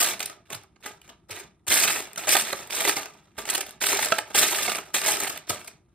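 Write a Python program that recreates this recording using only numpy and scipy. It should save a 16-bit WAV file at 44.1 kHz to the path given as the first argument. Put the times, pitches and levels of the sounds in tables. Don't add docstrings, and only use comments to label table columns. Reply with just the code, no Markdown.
import sys
import numpy as np
from scipy import signal
from scipy.fft import rfft, irfft, next_fast_len
from scipy.io import wavfile
from scipy.ndimage import uniform_filter1d

SR = 44100
rng = np.random.default_rng(int(sys.argv[2]) if len(sys.argv) > 2 else 0)


def master(y):
    cut = np.clip(np.atleast_2d(y).T, -1, 1)
    pcm = np.round(cut * 32767)
    wavfile.write(sys.argv[1], SR, pcm.astype(np.int16))


N = 261954


def gain_of(db):
    return 10 ** (np.asarray(db) / 20)


def evened(x):
    return x / np.sqrt(np.mean(x ** 2) + 1e-20)


def read(points, hz):
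    freq_hz, value = np.transpose(points)
    return np.interp(np.log(hz + 1), np.log(freq_hz + 1), value)


def add(mix, start_s, sound):
    part = mix[round(start_s * SR):][:len(sound)]
    part += sound[:len(part)]


def pair(shape, same):
    a, b, c, d = rng.standard_normal((4,) + shape)
    same = np.clip(same, -1, 1)
    left = a + 1j * b
    right = same * left + np.sqrt(1 - same ** 2) * (c + 1j * d)
    return np.array([left, right])


# freq_hz, likeness (share)
PORT_LIKENESS = [(60, 0.94), (340, .9), (860, 0.52), (2400, 0.77), (5000, 0.23), (7000, 1), (8600, 1),
                 (9900, 0.51), (10850, 0.93), (11700, .999), (12500, 0.78), (13800, 1), (15000, .65)]
# freq_hz, density_db (per Hz)
AIR_SPECTRUM = [(15, -40), (25, 7.5), (181, -6), (239, -32), (322, -1.5), (506, -26), (1220, -21),
                (1560, -37.5), (6060, -59), (10000, -38.5), (13000, -52), (22000, -120)]
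AIR_DB = -63.5


def air():
    hz = np.fft.rfftfreq(1024, 1 / SR)[:, None]
    z = pair((513, N // 256 + 5), read(PORT_LIKENESS, hz)) * gain_of(read(AIR_SPECTRUM, hz))
    noise = signal.istft(z, nperseg=1024, noverlap=768)[1][:, :N]
    return gain_of(AIR_DB) * evened(noise)


# freq_hz, t60_s
ROOM_DECAY = [(100, 0.13), (600, 0.32), (2000, 0.28), (6000, 0.25), (14000, 0.1)]


def room(x):
    hz, t = np.fft.rfftfreq(256, 1 / SR)[:, None], np.arange(420) * 64 / SR
    out = np.zeros((2, N))
    turn = 2 * np.pi * 3.1 * np.arange(N) / SR
    for k in range(3):
        z = pair((129, 420), read(PORT_LIKENESS, hz)) * gain_of(-60 * t / read(ROOM_DECAY, hz))
        tail = signal.istft(z, nperseg=256, noverlap=192)[1]
        tail = np.pad(tail / np.linalg.norm(tail[0]), ((0, 0), (70, 0)))
        share = np.cos(turn + k * 2 * np.pi / 3) * np.sqrt(2 / 3)
        out += signal.fftconvolve((x * share)[None], tail, axes=1)[:, :N]
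    return out


def direct(x):
    paths = rng.standard_normal((8, 60)) * np.exp(-np.arange(60) / 13.0)
    spot = np.repeat(rng.integers(0, 8, N // 300 + 1), 300)[:N]
    other = np.zeros(N)
    for k, path in enumerate(paths):
        busy = uniform_filter1d(1. * (spot == k), size=150).clip(0)
        other += np.convolve(x * np.sqrt(busy), path / np.linalg.norm(path))[:N]
    size = next_fast_len(N + 4096)
    same = np.clip(read(PORT_LIKENESS, np.fft.rfftfreq(size, 1 / SR)), -1, 1)
    right = same * rfft(x, size) + np.sqrt(1 - same ** 2) * rfft(other, size)
    return np.array([x, irfft(right, size)[:N]])


# start_s, level_db, settled_pitch_hz, t60_s
TUB_BUMPS = [(0.525, -42, 115, 0.1), (0.551, -37, 96, 0.1), (1.309, -40.5, 88.8, 0.12),
             (1.68, -35, 80, 0.12), (2.284, -42.5, 137, 0.12), (3.379, -38, 48.4, 0.12),
             (4.372, -37, 59.1, 0.1), (5.496, -30, 190, .07), (5.5, -31, 85, .1)]


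def bumps():
    out, t = np.zeros(N), np.arange(SR // 4) / SR
    for start_s, level_db, pitch_hz, t60_s in TUB_BUMPS:
        turns = pitch_hz * (t + .006 * (1 - np.exp(-t / 0.0088)))
        swell = 1 - np.exp(-t / .004)
        decay = gain_of(level_db + 2.0 - 60 * t / t60_s)
        add(out, start_s, decay * np.sin(2 * np.pi * turns) * swell)
    return out


def ring(hz, db, t60_s, size):
    t = np.arange(size)[:, None] / SR
    swell = 1 - np.exp(-t * hz / 0.69)
    x = (gain_of(db - 60 * t / t60_s) * np.sin(2 * np.pi * hz * t) * swell).sum(1)
    return x / np.linalg.norm(x)


BRICK_HZ, BRICK_T60_S = (1508, 6790), 0.0072
TICK_HZ, TICK_T60_S = (4800, 14800), 0.0026
THUD_HZ, THUD_T60_S = (44.7, 225), .08


def piece(span_hz, t60_s, size, count=14, crowd=1.448):
    a, b, c = rng.random((3, count))
    low_hz, high_hz = span_hz
    return ring(low_hz + (high_hz - low_hz) * a ** crowd, -6 * b, t60_s * (0.33 + 2.0 * c), size)


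# freq_hz, relative_level_db, t60_s
TUB_MODES = [(406.4, -7, 0.12), (324, -22, 0.06), (367.4, -12.5, 0.043), (520, -5, 0.031),
             (631, 1.5, 0.032), (705.6, 1, 0.043), (806, 5.5, 0.03), (923, 9.5, 0.016), (1181, -2, 0.072),
             (1274, 2, 0.04), (1494, -9, 0.034)]


def tub_spot():
    hz, db, t60_s = np.transpose(TUB_MODES)
    detune, feed = rng.standard_normal((2, len(hz)))
    return ring(hz * (1 + 0.037 * detune), db + 3 * feed, t60_s, size=4000)


def chatter(length_s):
    when, size = rng.random((2, 40))
    out = np.zeros(1400)
    at = np.clip(when * 1.6 * length_s * SR, 0, 1399).astype(int)
    out[at] = (2 * size - 1) * np.sin(np.pi * when ** 0.67) ** 1.5
    return out


# time_s, level_db, brightness_db, chatter_length_s (nominal)
LOUD_CLACKS = [(.008, -16, 0, .012), (.061, -24.5, 8, .0043), (.194, -34, 10, .003), (.2038, -25, 3, .005),
               (.2274, -28.5, 12, .007), (.258, -31, 15, .005), (.2979, -31.5, -1, .004),
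               (.503, -34.5, -1, .0044), (.528, -32, 1, .006), (.548, -34, 9, .0054), (.635, -50, 0, .004),
               (.76, -57, -12, .008), (.859, -29, -4, .0096), (1.0157, -49, 6, .004),
               (1.0786, -50, 1, .003), (1.092, -39, -5, .012), (1.3084, -32, 3, .015),
               (1.364, -40, 6, .003), (1.396, -36, 1, .016), (1.6793, -26, 14, .01), (1.708, -24, 3, .011),
               (1.7214, -24, 7, .015), (1.835, -19, 7, .017), (1.8747, -21.5, 5, .014),
               (1.9591, -26, 0, .005), (2.003, -32.5, 2, .005), (2.132, -38, 6, .002),
               (2.1593, -35.5, 6, .004), (2.1762, -25, -1, .01), (2.273, -22, -2, .008),
               (2.29, -18.5, 7, .006), (2.324, -19.5, 11, .015), (2.35, -15.5, -1, .0055),
               (2.367, -17, 3, .0046), (2.482, -34.5, 9, .008), (2.527, -24, 0, .009),
               (2.602, -38, -8, .002), (2.6727, -42, 10, .0046), (2.706, -29.5, 5, .005),
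               (2.7479, -29, 6, .009), (2.8054, -21, -1, .007), (2.85, -20, 1, .006),
               (2.8756, -21.5, 0, .007), (2.8927, -19, 2, .005), (2.9655, -21.5, 0, .012),
               (3.018, -33, -1, .0085), (3.0569, -30.5, -1, .004), (3.3816, -31, -1, .018),
               (3.4533, -32, 2, .0045), (3.489, -27, 5, .005), (3.5, -23, 11, .01), (3.539, -24, 4, .002),
               (3.549, -22, 7, .011), (3.5783, -23, 1, .005), (3.6073, -25, 9, .008), (3.664, -38, 5, .009),
               (3.692, -40, 8, .004), (3.708, -41, 12, .002), (3.837, -23, 3, .008),
               (3.868, -27, 16, .0025), (3.9288, -17, -4, .006), (3.99, -20, -8, .006),
               (4.0257, -20, 4, .007), (4.046, -24, 9, .007), (4.0578, -23, 1, .005), (4.086, -27, 7, .004),
               (4.1205, -14.5, -6, .006), (4.184, -20, 1, .007), (4.3023, -36, -4, .01),
               (4.3468, -20, 0, .009), (4.3743, -19.5, 4, .011), (4.393, -21, 12, .005),
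               (4.6534, -31, -8, .0056), (4.679, -22.5, -3, .008), (4.695, -25, 3, .011),
               (4.755, -25, 2, .006), (4.7838, -28, -3, .004), (4.944, -20, 7, .016),
               (5.0625, -24, 1, .0056), (5.0793, -22, 0, .014), (5.1195, -19.5, 2, .0036),
               (5.169, -24, 1, .005), (5.2013, -22.5, 4, .008), (5.234, -24, 2, .005),
               (5.273, -27, 1, .012), (5.296, -25, 0, .009), (5.375, -32, 7, .003),
               (5.496, -17.5, -1, .012), (5.545, -36, 3, .003), (5.645, -41, 3, .006),
               (5.676, -36, 6, .009)]
CLACK_BRICK_DB, CLACK_TUB_DB, CLACK_STUD_DB = -1.8, .3, -2.1
TUB_LOSS, STUD_GAIN, STUD_LOSS = 1.4, .6, 2.1


def clacks():
    out = np.zeros(N)
    for time_s, level_db, bright_db, length_s in LOUD_CLACKS:
        bricks = [piece(BRICK_HZ, BRICK_T60_S, size=1200, count=20) for _ in range(3)]
        studs = [piece(TICK_HZ, TICK_T60_S, size=500, count=20) for _ in range(3)]
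        bright, dull = max(bright_db, 0), min(bright_db, 0)
        layers = [(bricks, CLACK_BRICK_DB),
                  ([tub_spot()], CLACK_TUB_DB - TUB_LOSS * bright),
                  (studs, CLACK_STUD_DB + STUD_GAIN * bright + STUD_LOSS * dull)]
        for pieces, share_db in layers:
            blow = sum(np.convolve(chatter(length_s), p) for p in pieces)
            strongest = np.sqrt(2 * uniform_filter1d(blow ** 2, size=110).max())
            add(out, time_s - .3 * length_s, gain_of(level_db + share_db) * blow / strongest)
    return out


# start_s, rise_s, top_db, hold_s, end_db (clatter as the hand lets go)
HAND_STROKES = [ (0.0, .002, -20, .11, -32), (.195, .01, -36, .03, -40), (.26, .02, -46, .06, -56),
                (.45, .005, -62, .04, -62), (.495, .027, -38.5, .02, -42), (.8, .06, -44, .002, -44),
                (.855, .008, -37, .012, -40), (1.0, .02, -60, .07, -55), (1.285, .012, -42.5, .1, -44),
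                (1.667, .045, -21, .14, -24), (1.87, .02, -26, .1, -33), (2.0, .02, -40, .1, -54),
                (2.17, .008, -34, .09, -42), (2.27, .02, -21, .13, -28), (2.44, .03, -35, .14, -42),
                (2.62, .02, -48, .07, -54), (2.698, .008, -34, .185, -25), (2.93, .045, -32, .06, -40),
                (3.08, .02, -54, .27, -74), (3.35, .028, -52, .002, -52), (3.376, .006, -35.5, .01, -37),
                (3.45, .035, -34.5, .1, -35), (3.64, .02, -48, .06, -52), (3.803, .012, -27, .08, -25),
                (3.9, .01, -28, .16, -31), (4.105, .012, -33, .08, -42), (4.25, .02, -52, .08, -50),
                (4.342, .015, -22, .07, -21), (4.44, .02, -26, .31, -33), (4.83, .02, -52, .1, -60),
                (4.934, .01, -28, .07, -30), (5.0, .08, -24, .06, -29), (5.16, .02, -33, .14, -37),
                (5.33, .02, -44, .04, -50), (5.466, .005, -48, .015, -48), (5.485, .012, -28, .02, -33),
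                (5.54, .02, -45, .14, -53)]
RISE_FROM_DB, SETTLE_DB_PER_S, REST_DB = -18, 250, -80


def stirring():
    t, power = np.arange(0, N, 16) / SR, gain_of(2 * REST_DB)
    for start_s, rise_s, top_db, hold_s, end_db in HAND_STROKES:
        held_db = np.interp(t - start_s, [0, rise_s, rise_s + hold_s],
                            [top_db + RISE_FROM_DB, top_db, end_db])
        settling_s = np.maximum(t - start_s - rise_s - hold_s, 0)
        power = power + (t >= start_s) * gain_of(2 * (held_db - SETTLE_DB_PER_S * settling_s))
    return np.interp(np.arange(N) / SR, t, 10 * np.log10(power))


def shower(pieces, per_s, spread_db, clump):
    size = gain_of(spread_db * np.minimum(rng.exponential(1, N), 3.6))
    size = size * (rng.random(N) < per_s * clump / SR)
    which = rng.integers(0, len(pieces), N)
    return [size * (which == k) for k in range(len(pieces))], np.sqrt(np.mean(size ** 2))


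FULL_DB = -25
TUB_DB, TUB_FOLLOWS = -7.5, .78
TICK_DB, TICK_FOLLOWS = -.3, 1.3
THUD_DB, THUD_FOLLOWS, THUD_LAG_S = -56.5, .3, .06
BRICKS_PER_S, TUB_HITS_PER_S, TICKS_PER_S, THUDS_PER_S = 1200, 600, 2700, 120


def raking():
    brick_db = stirring()
    eased_db = brick_db - FULL_DB
    keep = np.exp(-1 / (THUD_LAG_S * SR))
    load_db = signal.lfilter([1 - keep], [1, -keep], eased_db)
    drift = uniform_filter1d(uniform_filter1d(rng.standard_normal(N), 300), 300)
    clump = gain_of(4.5 * evened(drift))
    clump = clump / clump.mean()
    bricks = [piece(BRICK_HZ, BRICK_T60_S, size=1800) for _ in range(24)]
    tub = [tub_spot() for _ in range(20)]
    ticks = [piece(TICK_HZ, TICK_T60_S, size=700) for _ in range(24)]
    thuds = [piece(THUD_HZ, THUD_T60_S, size=8000) for _ in range(8)]
    layers = [(bricks, BRICKS_PER_S, 2.6, brick_db - 3.2),
              (tub, TUB_HITS_PER_S, 3.5, FULL_DB + TUB_DB + TUB_FOLLOWS * eased_db),
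              (ticks, TICKS_PER_S, 2.7, FULL_DB + TICK_DB + TICK_FOLLOWS * eased_db),
              (thuds, THUDS_PER_S, 3.0, THUD_DB + THUD_FOLLOWS * load_db)]
    out = np.zeros(N)
    for pieces, per_s, spread_db, level_db in layers:
        trains, rms = shower(pieces, per_s, spread_db, clump)
        force = gain_of(level_db) / rms
        for train, p in zip(trains, pieces):
            out += signal.oaconvolve(train * force, p)[:N]
    return out


def scene():
    near = raking() + clacks() + bumps()
    return gain_of(-1.38) * direct(near) + gain_of(-10.5) * room(near) + air()


# freq_hz, gain_db
MIC_COLOUR = [(30, -19.5), (60, -2), (250, 3.5), (1000, -2), (1500, 0), (2400, 6.5), (3300, 2.5),
              (4200, 0.5), (5000, -2.5), (6500, 1), (9000, 5), (12000, 4), (15500, -4.5)]
# freq_hz, left_lead_rad
PORT_LEAD = [(60, 0), (860, .4), (1900, .1), (4500, -.1), (5500, 2.8), (7060, 4.2), (8500, 6.3),
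             (9200, 6.3), (10800, 9.3), (11700, 9.55), (13300, 12.5), (14500, 12.6), (15400, 15.3)]
# freq_hz, left_minus_right_db
PORT_LEVEL = [(60, 1), (290, 0.5), (640, -1.5), (1410, -1.5), (3100, -3.5), (6820, -1.5), (10700, 0.5),
              (11800, -2), (15000, 0)]
EDGE_HZ = 15760


def record(dry):
    size = next_fast_len(N + 4096)
    hz = np.fft.rfftfreq(size, 1 / SR)
    half = gain_of(read(PORT_LEVEL, hz) / 2) * np.exp(.5j * read(PORT_LEAD, hz))
    spectra = rfft(dry, size) * gain_of(read(MIC_COLOUR, hz)) * np.array([half, 1 / half])
    ports = irfft(spectra, size)[:, :N]
    edge = signal.firwin(1023, EDGE_HZ, window=("kaiser", 8), fs=SR)
    return signal.oaconvolve(ports, edge[None], "same")


dry = scene()
out = record(dry)
master(out)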